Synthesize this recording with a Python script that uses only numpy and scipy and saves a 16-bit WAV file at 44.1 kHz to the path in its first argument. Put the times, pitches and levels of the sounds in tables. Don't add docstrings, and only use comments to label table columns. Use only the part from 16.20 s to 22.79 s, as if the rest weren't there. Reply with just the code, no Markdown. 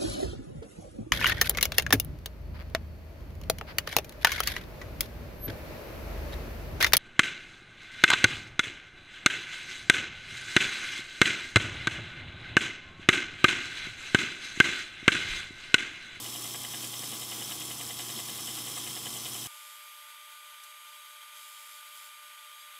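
import sys
import numpy as np
from scipy import signal
from scipy.fft import rfft, irfft
from scipy.io import wavfile

SR = 44100
rng = np.random.default_rng(int(sys.argv[2]) if len(sys.argv) > 2 else 0)


def store_pcm(level_fs):
    pcm = np.round(np.clip(level_fs, -1, 1) * 32767).astype(np.int16)
    wavfile.write(sys.argv[1], SR, np.atleast_2d(pcm).T)


N = 290619
TIME = np.arange(N) / SR
BINS = np.fft.rfftfreq(N, 1 / SR) + 1e-3

# (multiple of the mains frequency, level [dB])
HUM_LINES = [(1, -74.5), (2, -55.5), (4, -69), (6, -70), (8, -73)]
# (multiple of the shaft rate, level before the whine trim [dB])
SHAFT_LINES = [(1, -101), (2, -82), (3, -73.5), (5, -66.5), (7, -80.5), (8, -69.5), (11, -69), (12, -70.5),
               (13, -69), (14, -79), (15, -72), (16, -71), (18, -79), (20, -82.5), (21, -72.5), (22, -71.5),
               (23, -72.5), (24, -76.5), (25, -73), (26, -75.5), (27, -71.5), (28, -65.5), (29, -74),
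               (30, -77.5), (32, -73.5), (34, -63.5), (36, -75.5), (38, -63.5), (39, -70), (40, -73.5),
               (41, -83.5), (42, -75.5), (44, -74.5), (46, -78.5)]
# (frequency [Hz], level before the rumble trim [dB per Hz])
RUMBLE_SPECTRUM = [(10, -120), (38, -111), (52, -94), (72, -99), (92, -81.5), (110, -84.5), (140, -77.5),
                   (168, -82.5), (230, -75), (262, -80), (320, -73.5), (430, -87), (560, -90), (900, -89.5),
                   (1200, -88.5)]
# (frequency [Hz], relative level [dB])
GRIT_SPECTRUM = [(30, -63), (200, -14.5), (450, -9), (900, -14.5), (1200, -2), (1600, -19.5), (2400, -7.5),
                 (3200, 1), (4400, -4), (6500, -3.5), (7700, 0.5), (10500, -0.5), (13000, -5.5),
                 (15500, -10)]
# (frequency [Hz], width [Hz], relative level [dB])
BLADE_MODES = [(2065, 30, -0.5), (3070, 64, 3), (3114, 66, 7.5), (3264, 58, 7), (3415, 75, 1),
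               (3635, 23, 3), (3880, 18, 4.5), (5253, 70, 7.5), (5384, 43, 7.5), (6020, 29, 9),
               (7220, 53, 4.5), (7700, 37, 4.5), (7900, 50, 2), (10700, 160, -4), (12500, 410, -4)]
# (frequency [Hz], width [Hz], relative level [dB])
PLATEN_MODES = [(443, 14, -3), (487, 30, -3.5), (530, 9.8, 0), (630, 35, -14), (718.4, 12, 6),
                (823, 59, -6)]
# (frequency [Hz], width [Hz], relative level [dB])
KNOCK_MODES = [(700, 420, -10.5), (1222, 98, -3), (1648, 42.5, -0.5), (2049, 70, 3), (2415, 110, -2.5),
               (3004, 187, 6), (3744, 154, 1)]
# (frequency [Hz], width [Hz], relative level [dB])
SCRAPE_MODES = [(7900, 560, -2)]
# (time [s], decay [s], level before colouring [dB per Hz])
TICK_EVENT = (4.436, 0.01, -87.5)
# (lag at natural speed [s], relative knock level [dB], relative bright scrape level [dB])
LAP_BLOWS = [(0, 0, -9), (0.0083, 0.5, 1), (0.0142, -9, 1.5), (0.0193, -11, -1), (0.0678, -13.5, -28)]
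# (start [s], end [s], edge pressure, tip pressure [1 = usual])
HAND_PRESSES = [(3.2, 3.579, 1.2, 0.96), (3.575, 3.858, .03, 0.84), (5.143, 5.596, 1.15, 0.76),
                (5.6, 5.745, .2, 0.65), (5.739, 5.885, 1.26, 0.86)]
# (time [s], level above the usual [dB])
HARD_CATCHES = [(0.342, 0.3), (0.439, 1.5), (0.536, 2), (1.31, 2), (1.504, 1.5), (1.601, 2), (1.794, 1.5),
                (2.569, 2.5), (2.859, 1.5)]
# (time [s], half length [s], level change [dB])
RING_LEVEL_DIP = (1.55, 0.2, -1.5)

CUT_S = 3.272
NORMAL, FAST = 1, 10
SHAFT_HZ, MAINS_HZ, LAP_HZ = 29.78, 60, 10.328
SAG = 0.0055
FIRST_PASS_S = 0.0516
KNOCK_DB, KNOCK_SCATTER_DB, SLIP_S = -38, 1.0, 0.00059
LIFT_S, LIFT_SHARE = 0.005, 0.15
HISS_DB, HISS_GROWTH_DB_PER_S, RING_DB, RING_WAVER_DB = -81, 0.12, 1.35, 0.5
HAND_RAMP_S = 0.045
IDLE_TAP = 0.08
TOP_HZ = 15600


def undb(db):
    return 10 ** (np.asarray(db) / 20)


def walk(rate):
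    curve = irfft(rfft(rng.standard_normal(N)) * np.exp(-(BINS / rate) ** 2), N)
    return curve / curve.std()


def noise(pace):
    return rng.standard_normal(N) * np.sqrt(SR / 2 / pace)


def colour(sound, points, pace):
    hz, db = np.transpose(points)
    gain = undb(np.interp(np.log(BINS / pace), np.log(hz), db))
    return irfft(rfft(sound) * gain, N)


def ring(sound, modes, pace, radiate_hz=200):
    f = BINS / pace
    response = 0
    for k, (hz, width, db) in enumerate(modes):
        sign = (-1) ** k
        response = response + sign * undb(db) / (1 + 1j * (f * f - hz * hz) / (f * width))
    radiation = (f / (f - 1j * radiate_hz)) ** 2
    return irfft(rfft(sound) * response * radiation, N)


def tick():
    start_s, decay_s, db = TICK_EVENT
    fade = (TIME > start_s) * np.exp(-np.abs(TIME - start_s) / decay_s)
    burst = noise(NORMAL) * undb(db) * fade
    return colour(burst, [(100, -70), (3800, 1), (9000, 2), (15000, -2)], NORMAL)


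def frame(pace, rumble_db, flutter_db=1.0):
    level = undb(rumble_db + flutter_db * walk(12 * pace))
    return colour(noise(pace) * level, RUMBLE_SPECTRUM, pace)


def motor(pace, load, whine_db=-0.5, strain_db=2.5, wobble=0.00059, flutter_db=3.0):
    load = np.clip(load, 0, 1)
    hum = 0
    for multiple, db in HUM_LINES:
        hum = hum + undb(db) * np.sin(2 * np.pi * (multiple * MAINS_HZ * pace * TIME + rng.random()))
    shaft_hz = SHAFT_HZ * pace * (1 - SAG * load + wobble * walk(3 * pace))
    turns = np.cumsum(shaft_hz) / SR
    flutters = [flutter_db * walk(2.3 * pace) for _ in range(7)]
    whine = 0
    for i, (multiple, db) in enumerate(SHAFT_LINES):
        is_slot = round(multiple) in (28, 34, 38)
        swing_db = strain_db * load if is_slot else flutters[i % len(flutters)]
        tone = np.sin(2 * np.pi * (round(multiple) * turns + rng.random()))
        whine = whine + undb(db + whine_db + swing_db) * tone
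    return np.sqrt(2) * (hum + whine)


def splice(pace, pressure, knock_db, scrape_db, thump_db, push_s=0.0011):
    lap_s = 1 / (LAP_HZ * pace)
    passes = np.arange(FIRST_PASS_S, TIME[-1], lap_s)
    age = np.arange(int(SR / LAP_HZ / pace)) / SR * pace
    push, scrape, thump = np.zeros((3, N + 2 * len(age)))
    chances = rng.standard_normal((len(passes), 1 + len(LAP_BLOWS)))
    for pass_s, (slip, *scatter) in zip(passes, chances):
        start = int((pass_s + SLIP_S * slip / pace) * SR)
        accent_db = sum(db for at, db in HARD_CATCHES if abs(at - pass_s) < 0.5 * lap_s)
        size = undb(KNOCK_DB + accent_db) * pressure[int(pass_s * SR)]
        thump[start] += size * SR / pace
        for (lag, db, bright_db), chance in zip(LAP_BLOWS, scatter):
            u = np.maximum(age - lag, 0) / push_s
            blow = size * undb(KNOCK_SCATTER_DB * chance) * u * np.exp(1 - u)
            push[start:start + len(age)] += undb(db) * blow
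            scrape[start:start + len(age)] += undb(bright_db) * blow
    knocks = undb(knock_db) * ring(push[:N] * noise(pace), KNOCK_MODES, pace)
    scrapes = undb(scrape_db) * ring(scrape[:N] * noise(pace), SCRAPE_MODES, pace)
    thumps = undb(thump_db) * ring(thump[:N], PLATEN_MODES, pace)
    return knocks + scrapes + thumps


def lift(pace):
    age = (TIME - FIRST_PASS_S) * pace % (1 / LAP_HZ)
    return 1 - LIFT_SHARE * np.exp(-(2 * age / LIFT_S - 1) ** 4)


def pressures():
    edge, tip = 0, 0
    for start, end, on_edge, on_tip in HAND_PRESSES:
        held = np.clip(0.5 + np.minimum(TIME - start, end - TIME) / HAND_RAMP_S, 0, 1)
        edge = edge + on_edge * held
        tip = tip + on_tip * held
    return edge, tip


def belt_pattern(pace, bite_s, count):
    laps = LAP_HZ * pace * TIME % 1
    around = np.linspace(0, 1, 1024)
    spots = 0
    for place, size in rng.random((count, 2)):
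        spots = spots + size * np.exp(-((around - place) % 1) / LAP_HZ / bite_s)
    return np.interp(laps, around, (spots - spots.mean()) / spots.std())


def scratch(pace, patchy_db=1.22, grain_db=3.5, flicker_db=-0.43):
    grains = undb(grain_db * walk(2500 * pace))
    grains = grains / np.sqrt(np.mean(grains ** 2))
    patches = belt_pattern(pace, bite_s=0.003, count=40)
    return noise(pace) * grains * undb(patchy_db * patches + flicker_db * walk(10 * pace))


def grinding(pace, pressure, hiss_db, ring_db):
    size = pressure * undb(hiss_db)
    hiss = colour(size * scratch(pace), GRIT_SPECTRUM, pace)
    ringing = ring(size * undb(ring_db) * scratch(pace), BLADE_MODES, pace)
    return hiss + ringing


def real_time():
    load = np.ones(N)
    dip_s, half_s, dip_db = RING_LEVEL_DIP
    dip = dip_db * np.exp(-((TIME - dip_s) / half_s) ** 2)
    ring_db = RING_DB + dip + RING_WAVER_DB * walk(9.9)
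    hiss_db = HISS_DB + HISS_GROWTH_DB_PER_S * TIME
    machine = motor(NORMAL, load) + frame(NORMAL, rumble_db=0)
    knocks = splice(NORMAL, load, knock_db=-32.0, scrape_db=-34, thump_db=-55.0)
    steel = grinding(NORMAL, lift(NORMAL), hiss_db=hiss_db, ring_db=ring_db)
    return machine + knocks + steel


def fast_forward():
    edge, tip = pressures()
    machine = motor(FAST, edge) + frame(FAST, rumble_db=-0.5)
    tapped = np.maximum(edge, IDLE_TAP)
    knocks = splice(FAST, tapped, knock_db=-35.5, scrape_db=-36, thump_db=-57.0)
    steel = grinding(FAST, tip, hiss_db=-79.5, ring_db=-10)
    return machine + knocks + steel


def scene():
    mono = np.where(TIME < CUT_S, real_time(), fast_forward() + tick())
    return np.array([mono, mono])


def record(dry):
    top_cut = signal.ellip(12, 0.1, 70, TOP_HZ, fs=SR, output="sos")
    return signal.sosfilt(top_cut, dry)


dry = scene()
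out = record(dry)
store_pcm(out)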